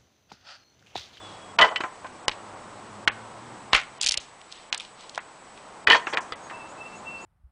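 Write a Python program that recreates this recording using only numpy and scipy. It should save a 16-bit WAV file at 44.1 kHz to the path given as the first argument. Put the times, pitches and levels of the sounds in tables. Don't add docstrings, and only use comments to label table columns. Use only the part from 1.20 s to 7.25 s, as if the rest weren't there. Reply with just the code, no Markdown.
import sys
import numpy as np
from scipy import signal
from scipy.fft import rfft, irfft
from scipy.io import wavfile
from scipy.ndimage import uniform_filter1d

SR = 44100
rng = np.random.default_rng(int(sys.argv[2]) if len(sys.argv) > 2 else 0)


def invert_db(x):
    u = np.asarray(x, float) / 20
    return 10 ** u


def digitize_waveform(pressure):
    field = np.atleast_2d(pressure).T
    bounded = np.clip(field, -1, 1)
    quanta = np.round(bounded * 32767).astype(np.int16)
    wavfile.write(sys.argv[1], SR, quanta)


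N = 266800
DELAY_S = 0.0012

# [f/Hz, rms level/dB]
WHINE = [(7883, -63.5), (8990, -80)]


def rms_one(x):
    return x / np.sqrt(np.mean(x ** 2) + 1e-20)


def in_time(rows):
    s, *columns = np.transpose(rows)
    t = np.arange(N) / SR
    span = uniform_filter1d(1. * (t > s[0]) * (t < s[-1]), size=200)
    return [np.interp(t, s, c) for c in columns] + [span]


def drift(rate):
    r = np.exp(-80 * np.pi * rate / SR)
    slow = signal.lfilter([1], [1, -2 * r, r * r], rng.standard_normal(N // 40 + 2002))[2000:]
    return np.interp(np.arange(N) / 40, np.arange(len(slow)), rms_one(slow))


def colour(x, spectrum):
    hz, db = np.transpose(spectrum)
    bins = np.maximum(np.arange(N // 2 + 1) * SR / N, 1)
    gain = invert_db(np.interp(np.log(bins), np.log(hz), db))
    return rms_one(irfft(rfft(x) * gain, N))


def ring(clicks, hz, t60):
    r, w = invert_db(-60 / (t60 * SR)), 2 * np.pi * hz / SR
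    return signal.lfilter([0, np.sin(w)], [1, -2 * r * np.cos(w), r * r], clicks + 1e-18)


def band(x, hz, octaves):
    edges = np.clip(hz * 2. ** np.array([-octaves, octaves]), 20, .45 * SR)
    return signal.sosfilt(signal.butter(1, edges, "band", fs=SR, output="sos"), x)


def grains(per_s, spread_db):
    sizes = invert_db(spread_db * np.minimum(rng.exponential(1, N), 4)) * rng.choice([-1, 1], N)
    return rms_one(sizes * (rng.random(N) < per_s / SR))


def swell(rows, rise_db_s, fall_db_s):
    t = np.arange(N) / SR
    gain = 0
    for s, db, hold in rows:
        early, late = np.maximum(s - t, 0), np.maximum(t - s - hold, 0)
        gain = gain + invert_db(db - rise_db_s * early - fall_db_s * late)
    return gain


def add(out, s, sound, db):
    i = round((s + DELAY_S) * SR)
    out[i:i + len(sound)] += (invert_db(db) * sound / np.abs(sound).max())[:N - i]


def chops():
    # [t/s, peak level/dB, knock centre f/Hz, ring level/dB, bright edge level/dB]
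    contacts = [(1.080, -10, 2000, -5.5, 1), (1.082, -10.5, 2580, -10, -30), (1.093, -16, 2620, -5.5, -25),
                (1.113, -26.5, 2830, -16, -24), (1.875, -0.5, 1680, -12, -48),
                (1.8779, -11, 3070, -12.5, -10), (1.8809, -21, 1500, -6, -14), (1.897, -29, 2280, 2.5, -30),
                (1.887, -18, 1690, -21, -34), (2.531, 0.5, 2130, -14.5, -17),
                (2.5484, -4, 2240, -13.5, -8.5), (3.526, -5.5, 3460, -19.5, -39),
                (3.537, -25.5, 1420, -25, -15), (3.976, -13, 1110, -29, -11.5),
                (3.987, -28, 1450, -29, -26)]
    # [f/Hz, level/dB, t60/s]
    board = [(584, -31, 0.15), (855, 10.5, 0.02), (1030, -0.5, 0.036), (1600, -10.5, 0.015),
             (1920, -40, 0.013), (1950, -23, 0.0055), (2400, -15, 0.0098), (2500, -20, 0.012),
             (3100, -17, 0.014), (4600, -45, 0.012)]
    # [t/s, peak level/dB, f/Hz]
    jolts = [
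        (0.415, -32, 34.8),
        (1.081, -37, 39.7),
        (1.876, -65, 44.7),
        (2.533, -24, 34.6),
        (2.842, -43, 50.3),
        (2.887, -42, 50.3),
        (2.976, -40.5, 70.7),
        (3.524, -54, 40),
        (4.675, -34, 70.5),
        (4.7, -39, 40),
    ]
    blows = []
    for s, db, hz, ring_db, edge_db in contacts:
        t60 = 0.02 if db > -18 else 0.074
        blows.append((s, db, hz, t60, ring_db, edge_db))
    out = strike(blows, board, longest_s=0.05, reach_db=7.0)
    out += knocks(blows, octaves=1.0, pulse=5.4, edge_s=0.012)
    t = np.arange(SR // 8) / SR
    for s, db, hz in jolts:
        add(out, s, -np.sin(2 * np.pi * hz * t) * np.exp(-t * hz / 0.44), db)
    return out


def strike(blows, modes, longest_s, reach_db):
    out, rows = np.zeros(N), np.array(blows)
    places = ((rows[:, 0] + DELAY_S) * SR).astype(int)
    strengths_db = rng.normal(0, 2.7, (len(rows), len(modes)))
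    for k, (hz, mode_db, t60) in enumerate(modes):
        clicks = np.zeros(N)
        octaves_away = np.abs(np.log2(hz / rows[:, 2]))
        clicks[places] = -invert_db(rows[:, 1] + rows[:, 4] + strengths_db[:, k] - reach_db * octaves_away)
        out += invert_db(.5 * mode_db) * ring(clicks, hz, min(t60, longest_s))
    return out


def knocks(blows, octaves, pulse, edge_s):
    out, t = np.zeros(N), np.arange(SR // 5) / SR - .003
    for s, db, hz, t60, _, edge_db in blows:
        noise = rng.standard_normal((2, len(t)))
        lead_in = np.where(t < 0, .05 * np.exp(t / .002), 1)
        dying, lingering = invert_db(-60 * np.abs(t) / t60), invert_db(-20 * np.abs(t) / t60)
        rough = lead_in * (noise[0] * dying + 0.15 * noise[1] * lingering)
        rough[np.argmax(t >= 0)] -= pulse
        rough = signal.sosfilt(signal.butter(3, 2 * hz, fs=SR, output="sos"), rough)
        body = band(band(band(rough, hz, octaves), hz, octaves), 1500, 1.6)
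        add(out, s + t[0] - .2 / hz, body, db)
        edge = lead_in * noise[1] * invert_db(-60 * np.abs(t) / edge_s)
        add(out, s + t[0], band(band(edge, 5400, 0.88), 3500, 0.36), db + edge_db)
    return out


def splitting():
    # [t/s, level/dB, hold/s]
    tear = [
        (2.531, -15, .014),
        (2.55, -10.5, 0.0012),
        (2.6, -47, 0.0084),
    ]
    # [f/Hz, level per Hz/dB]
    torn = [(180, -86), (300, -33), (762, -9), (924, -18.5), (1380, -2), (1640, -9.5), (2210, -3.5),
            (6420, -25), (10300, -46), (13400, -69), (22000, -120)]
    # [t/s, peak level/dB, centre
    # f/Hz]
    snaps = [(2.798, -29, 3400), (2.811, -11, 4600), (2.8205, -25, 5300), (2.8238, -17, 6500),
             (2.8296, -11, 3700), (2.8367, -19, 2900), (2.8405, -15, 4600), (2.8432, -16, 3900),
             (2.848, -21, 3770), (2.854, -23, 4200), (2.8602, -9, 4400), (2.8672, -9, 3750),
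             (2.8737, -11, 3900), (2.8846, -11, 5000), (2.8892, -9, 4300), (2.9082, -11.5, 3750),
             (2.918, -10, 5100), (2.9215, -17, 4200), (2.93, -27, 5500), (2.9392, -14, 3100),
             (2.9722, -9, 4200), (2.979, -28, 3000),
             (2.543, -10, 2640), (2.561, -17, 2270), (2.5825, -39, 2600), (2.596, -30, 1700),
                  (2.613, -36, 2200), (2.632, -33, 2800), (3.2124, -35.5, 2740), (3.3155, -34, 4550),
                  (3.3215, -25, 4150), (3.543, -17.5, 3600), (3.575, -21.5, 6900), (3.5967, -21.5, 3300),
                  (3.603, -23.5, 2700), (3.615, -36, 3060), (3.6473, -33, 3200), (3.806, -33, 4220),
                  (3.8925, -27, 4000), (3.945, -28, 3660), (3.9546, -31, 3680), (4.3736, -36, 2750)]
    # [t/s, level/dB, hold/s]
    strain = [(.03, -53, 0.11), (2.822, -38, 0.035), (2.88, -43.5, 0.0033), (2.925, -43, 0.0094),
              (2.952, -47.5, 0.0077), (2.995, -74, 0.011), (3.03, -76, .012), (3.32, -51, 0.066),
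              (3.54, -47.5, 0.089), (3.8, -52, 0.043), (3.95, -54, 0.01), (4.37, -58.5, 0.0063)]
    tearing = colour(grains(5000, spread_db=3.5), torn)
    out = swell(tear, rise_db_s=3994, fall_db_s=345) * invert_db(-8.0) * tearing
    t = np.arange(SR // 25) / SR
    peak_s, spread_s = 0.002, 0.0012
    tail = 0.12 * (t > peak_s) * np.exp(-t / 0.005)
    for s, db, hz in snaps:
        burst = rng.standard_normal(len(t)) * (np.exp(-.5 * ((t - peak_s) / spread_s) ** 2) + tail)
        splinter = band(band(burst, hz, 0.58), hz, 0.58) * 4.0
        crack = band(band(band(burst, 4800, 1.0), 4800, 1.0), 4800, 1.1) * .7
        add(out, s, splinter + crack, db)
    crackle = band(band(grains(8100, spread_db=-0.5), 3200, 0.79), 3200, 0.79)
    crackle = rms_one(band(crackle, 3500, 1.0))
    return out + swell(strain, rise_db_s=514, fall_db_s=188) * crackle


def pile():
    # [t/s, peak level/dB, knock centre f/Hz, ring level/dB]
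    landing_1 = [(.386, -7, 1100, -4), (.388, -5, 2600, -9), (.3925, -18, 1500, -14),
                 (.3965, -11.5, 1300, -0.5), (.402, -13, 1050, 4.5), (.4112, -9, 2700, -6),
                 (.4135, -6, 1250, -2), (.415, -20.5, 3030, 10.5), (.4229, -19.5, 3030, 3),
                 (.418, -10, 1950, 4.5), (.4215, -10, 1000, -0.5), (.428, -15.5, 2000, 7),
                 (.436, -8, 810, -3), (.4455, -20.5, 3000, -5), (.449, -15, 1000, -2),
                 (.463, -19, 1100, 3.5), (.482, -29, 1190, -2), (.511, -31, 713, 0), (.516, -26, 694, 0),
                 (.5585, -12.5, 2060, -10), (.561, -33.5, 3100, 14), (.604, -19, 1000, -6),
                 (.607, -24.5, 2550, -4), (.636, -18.5, 1070, 3), (.639, -29.5, 1000, -7),
                 (.844, -28, 1040, 2.5), (.866, -37, 3420, -32)]
    landing_2 = [(4.67, -16, 2270, -2), (4.672, 0.5, 1880, -9), (4.684, -23, 1850, -3),
                 (4.699, -11.5, 2850, -4), (4.701, -2.5, 2410, -4.5), (4.704, -8, 1050, -3),
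                 (4.708, -6, 2200, 0.5), (4.711, -14, 4000, 1), (4.717, -14, 2630, 2.5),
                 (4.7195, -12, 3100, 1), (4.7255, -17.5, 1830, 3), (4.730, -7, 1830, 1.5),
                 (4.737, -24, 4300, 1), (4.7455, -8.5, 1390, -2), (4.748, -22, 3900, -2),
                 (4.756, -21, 3300, -9), (4.75, -15, 1050, 2.5), (4.766, -18, 3430, -12),
                 (4.795, -29, 2000, -10), (4.868, -15.5, 1410, -15), (4.896, -38, 1530, -18),
                 (4.926, -21, 900, -12), (4.931, -21, 970, -18), (4.938, -30, 3300, -12),
                 (4.944, -27, 2500, -17), (4.954, -31, 900, -8), (4.971, -9.5, 1970, -11.5),
                 (4.98, -15.5, 1100, -6.5), (5.298, -33, 1880, -5), (5.310, -27.5, 1080, -1)]
    stick_1_hz = [673, 1032, 1240, 1593, 1975, 2256, 2573, 2762, 3032, 3262, 4375, 5798]
    stick_2_hz = [756, 956, 1036, 1231, 1831, 1972, 2480, 2948, 3036, 3262, 3860, 4377]
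    # [level/dB, t60/s]
    stick_1 = [(2, 0.05), (-14, .12), (-31, 0.088), (-33, 0.083), (-4.5, 0.069), (-46, .06), (-23, .06),
               (-32, .06), (1, 0.072), (-24, .07), (-21, 0.074), (-46, .047)]
    stick_2 = [(-28, 0.12), (-16, 0.17), (-14.5, 0.19), (-34, .06), (-10, 0.09), (-14, .07), (-9, 0.032),
               (-22, 0.038), (-8, 0.053), (-11, 0.07), (-14, 0.051), (-14, 0.045)]
    # [t/s, level/dB, hold/s]
    settle_1 = [
        (0.389, -22.5, .001),
        (0.414, -27, 0.052),
    ]
    settle_2 = [
        (4.675, -12, 0.0084),
        (4.708, -17.5, 0.043),
        (4.933, -21.5, 0.012),
    ]
    out = stick(bounces(landing_1, -16.5), stick_1_hz, stick_1, settle_1, chatter_db=-33, rattle_db=-12.5)
    out += stick(bounces(landing_2, -33), stick_2_hz, stick_2, settle_2, chatter_db=-35.5, rattle_db=-19)
    return signal.sosfilt(signal.butter(2, 170, "high", fs=SR, output="sos"), out)


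def stick(landing, modes_hz, rings, settles, chatter_db, rattle_db):
    modes = [(hz, *row) for hz, row in zip(modes_hz, rings)]
    out = strike(landing, modes, longest_s=0.2, reach_db=21.5)
    out += knocks(landing, octaves=1.0, pulse=4.7, edge_s=0.012)
    chatter = swell(settles, rise_db_s=2497, fall_db_s=463) * grains(2300, spread_db=5.0)
    for hz, mode_db, t60 in modes:
        out += invert_db(chatter_db + .5 * mode_db) * ring(chatter, hz, min(t60, .08))
    rattle = np.zeros(N)
    for k, hz in enumerate(np.geomspace(450, 5200, 18)):
        rattle += ring(chatter, hz, 10.1 / hz) * (-1) ** k
    return out + invert_db(rattle_db) * band(rattle, 1550, 0.87)


def bounces(rows, edge_db):
    return [(s, db, hz, (23.5 - 4 * db) / hz, ring_db, edge_db) for s, db, hz, ring_db in rows]


def offcut():
    # [t/s, peak level/dB, knock centre f/Hz, ring level/dB]
    drop = [
        (5.121, -26.5, 2120, -2),
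    ]
    # [f/Hz, level/dB, t60/s]
    modes = [(492, 5, 0.11), (1280, 19, 0.029), (2000, -17, 0.09), (3400, -7, 0.051), (4750, 0, 0.019)]
    blows = bounces(drop, -22)
    return strike(blows, modes, longest_s=0.13, reach_db=3.5) + knocks(blows, octaves=0.99, pulse=1.6, edge_s=0.019)


def thuds():
    # [t/s, peak level/dB, f/Hz]
    hollows = [
        (0.603, -25.5, 357),
        (0.639, -31, 340),
        (2.976, -35.5, 590),
        (4.87, -30.5, 350),
        (4.976, -35.5, 326),
    ]
    out = np.zeros(N)
    for s, db, hz in hollows:
        add(out, s, band(ring(signal.unit_impulse(SR // 8), hz, 0.02), hz, 0.73), db)
    return out


def bright_hiss():
    # [t/s, level/dB, hold/s]
    hiss_swells = [
        (.39, -51, 0.087),
        (.57, -53, 0.057),
        (2.995, -50, 0.015),
        (4.675, -49, .11),
        (4.87, -49.5, 0.15),
    ]
    thin_hiss = rms_one(band(band(grains(9800, spread_db=2.5), 6300, 0.33), 6300, 0.33))
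    return swell(hiss_swells, rise_db_s=2001, fall_db_s=257) * thin_hiss


def trees(x):
    t = np.arange(SR // 2) / SR
    scatter = band(rng.standard_normal(len(t)), 900, 1.0) * invert_db(-60 * t / 0.51) * np.minimum(t / 0.013, 1)
    return invert_db(-29) * signal.fftconvolve(x, scatter / np.sqrt(np.sum(scatter ** 2)))[:N]


def birds():
    # [t/s, length/s, from f/Hz, to f/Hz, level/dB]
    fading = [
        (-.005, .117, 3490, 3330, -50),
        (.112, .07, 3300, 3360, -56),
        (.17, .15, 3335, 3320, -60),
        (5.205, .08, 6570, 6610, -59),
    ]
    # [t/s, length/s, from f/Hz, to f/Hz, level/dB]
    trills = [
        (5.48, 0.051, 6700, 7200, -53),
        (5.745, .065, 6500, 7200, -52),
        (6.005, .05, 6600, 7200, -49),
        (5.97, 0.036, 4400, 4750, -55),
    ]
    out = whistles(fading, fade_db_s=18, flutter_db=-2.5) + pipes()
    for s, length, from_hz, to_hz, db in trills:
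        t = np.arange(round(length * SR)) / SR
        warble_hz = 260 * np.sin(2 * np.pi * 130 * t)
        hz = from_hz + (to_hz - from_hz) * t / length + warble_hz
        add(out, s, np.sqrt(np.sin(np.pi * t / length)) * np.sin(2 * np.pi * np.cumsum(hz) / SR), db)
    return out


def whistles(notes, fade_db_s, flutter_db):
    out = np.zeros(N)
    rise_s, fall_s, flutter_hz = 0.034, 0.0081, 16
    for s, length, from_hz, to_hz, db in notes:
        t = np.arange(N) / SR - s
        on = np.clip(t / rise_s, 0, 1) * np.clip((length - t) / fall_s, 0, 1)
        flutter = np.cos(2 * np.pi * flutter_hz * (t - rise_s)) - 1
        hz = np.interp(t, [0, length], [from_hz, to_hz])
        level_db = db - fade_db_s * np.maximum(t, 0) + flutter_db * flutter + 1.8 * drift(20)
        out += on * np.sqrt(2) * invert_db(level_db) * np.sin(2 * np.pi * np.cumsum(hz) / SR)
    return out


def pipes():
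    # [t/s, f/Hz, level/dB]
    piped = [
        [(5.31, 2657, -64), (5.342, 2642, -47), (5.386, 2690, -52), (5.426, 2633, -45), (5.45, 2670, -57),
         (5.458, 2678, -53), (5.526, 2659, -61), (5.54, 2642, -67)],
        [(5.57, 2610, -66), (5.586, 2600, -53), (5.616, 2656, -44), (5.638, 2630, -52), (5.664, 2694, -40.5),
         (5.716, 2646, -58), (5.746, 2700, -43), (5.778, 2610, -63), (5.785, 2678, -66)],
        [(5.84, 2660, -73), (5.854, 2691, -47), (5.876, 2700, -38), (6.018, 2680, -45), (6.05, 2675, -56)],
    ]
    out, waver_db = np.zeros(N), 2.2 * drift(25)
    for note in piped:
        hz, db, on = in_time(note)
        out += on * np.sqrt(2) * invert_db(db + waver_db) * np.sin(2 * np.pi * np.cumsum(hz) / SR)
    return out


def engine():
    # [t/s, firing f/Hz, level/dB]
    load = [
        (0, 99.6, -56),
        (.7, 100, -60),
        (1.3, 99, -61),
        (1.8, 106.5, -52),
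        (2.2, 116.6, -52.5),
        (2.6, 129, -60),
        (2.9, 134.6, -60),
        (3.4, 121, -87),
    ]
    hz, db, on = in_time(load)
    turns = 2 * np.pi * np.cumsum(hz * (1 + 0.0193 * drift(5.3))) / SR
    tone_gain = invert_db(db + 2.2 * drift(2.7))
    return on * tone_gain * (np.sin(turns) + 0.71 * invert_db(1.2 * drift(8)) * np.sin(2 * turns))


def air():
    # [t/s, level/dB]
    traffic = [(0, -45), (.7, -47.5), (1.3, -44.5), (1.9, -44), (2.4, -43), (2.65, -47.5), (3.1, -52.5),
               (3.7, -51), (4.2, -50.5), (4.6, -47), (5.1, -45), (5.5, -45), (5.9, -43.5), (6.05, -44.5)]
    # [f/Hz, level per Hz/dB]
    rumble = [(12, -45), (20, -22), (38, -11), (129, 1), (171, 1.5), (227, 4.5), (270, 1), (330, 4),
              (430, -7), (730, -120)]
    roar = [(160, -32), (280, -15), (409, -3.5), (593, -1.5), (646, -0.5), (1060, 0.5), (1180, -2),
            (1290, -3.5), (2200, -21), (2860, -52), (4840, -120)]
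    hiss = [(1300, 2.5), (1900, 5.5), (3000, 0.5), (4500, -2.5), (6500, -4.5), (8500, -3), (10400, -17)]
    roar_db, _ = in_time(traffic)
    swing_db = roar_db - roar_db.mean()
    white = rng.standard_normal((3, N))
    out = invert_db(-56.5 + 1.4 * swing_db + 0.29 * drift(7.3)) * colour(white[0], rumble)
    out += invert_db(roar_db + 1.08 * drift(2.5)) * colour(white[1], roar)
    out += invert_db(-52.5 + 0.31 * swing_db + 0.32 * drift(1.9)) * colour(white[2], hiss)
    for hz, db in WHINE:
        out += np.sqrt(2) * invert_db(db + 1.2 * drift(20)) * np.sin(2 * np.pi * hz * np.arange(N) / SR)
    return out


def scene():
    near = pile() + chops() + splitting() + thuds() + bright_hiss()
    near = signal.sosfilt(signal.butter(2, 40, "high", fs=SR, output="sos"), near)
    near += offcut()
    echo = band(np.r_[np.zeros(130), near[:-130]], 1500, 1.5)
    return (near + invert_db(-29.5) * echo + air() + engine() + birds() + trees(near))[None]


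def starve(x):
    gap_before = [.387, .604, 1.079, 1.874, 2.81, 2.972, 3.524, 3.576, 4.67, 4.969]
    gap_after = [1.874, 1.884, 2.968, 3.972, 4.974, 5.124]
    gap_between = [2.795, 2.86, 2.909, 3.597]
    gap_clatter = [.411, 4.699, 4.718]
    lead_s, lag_s = 0.021, 0.014
    out = x.copy()
    # blows, start of the gap and its length in s, how much wider the kept band is
    for blows, shift_s, span_s, wider in ((gap_before, -lead_s, lead_s, 1),
                                          (gap_between, -lead_s / 2, lead_s / 2, 1.5),
                                          (gap_clatter, -lead_s / 2, lead_s / 2, 3.4),
                                          (gap_after, lag_s, lag_s + lead_s / 4, 2.5)):
        for s in blows:
            peak_db = 20 * np.log10(np.abs(x[round(s * SR):round((s + lag_s) * SR)]).max())
            hz = wider * 1300 * 2 ** min(-peak_db / 8, 2 / wider ** 2)
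            i, j = round((s + shift_s) * SR), round((s + shift_s + span_s) * SR) - 44
            low_pass = signal.butter(6, hz, fs=SR, output="sos")
            lows = signal.sosfiltfilt(low_pass, out[i - 400:j + 400])[400:-400]
            ramp = np.arange(j - i)
            fade = np.minimum(1, np.minimum(ramp, ramp[::-1]) / 60)
            out[i:j] -= .94 * fade * (out[i:j] - lows)
    return out


def holes(x, calm, busy, faint_db):
    hz, _, cells = signal.stft(x, SR, nperseg=512)
    loud = uniform_filter1d(np.abs(cells[20:100]).mean(axis=0), size=9)
    chance = np.where(loud > 3 * np.median(loud), busy, calm)
    dropped = rng.random((len(hz) // 8 + 1, len(loud) // 2 + 1))
    dropped = np.kron(dropped, np.ones((8, 2)))[:len(hz), :len(loud)] < chance
    faint = uniform_filter1d(np.abs(cells), size=8, axis=0) < invert_db(faint_db)
    spared = (hz < 4000) | (np.abs(hz - WHINE[0][0]) < 300)
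    return signal.istft(cells * ~(dropped & faint & ~spared[:, None]), SR, nperseg=512)[1][:N]


def top_cut(x):
    return signal.sosfilt(signal.butter(12, 11200, fs=SR, output="sos"), x)


def record(dry):
    thinned = holes(starve(dry[0]), calm=.03, busy=.35, faint_db=-68)
    rounded = 1.3 * np.tanh(thinned[None] / 1.3)
    cut = signal.sosfilt(signal.ellip(10, .5, 65, 10050, fs=SR, output="sos"), rounded)
    return top_cut(cut)


dry = scene()
out = record(dry)
digitize_waveform(out)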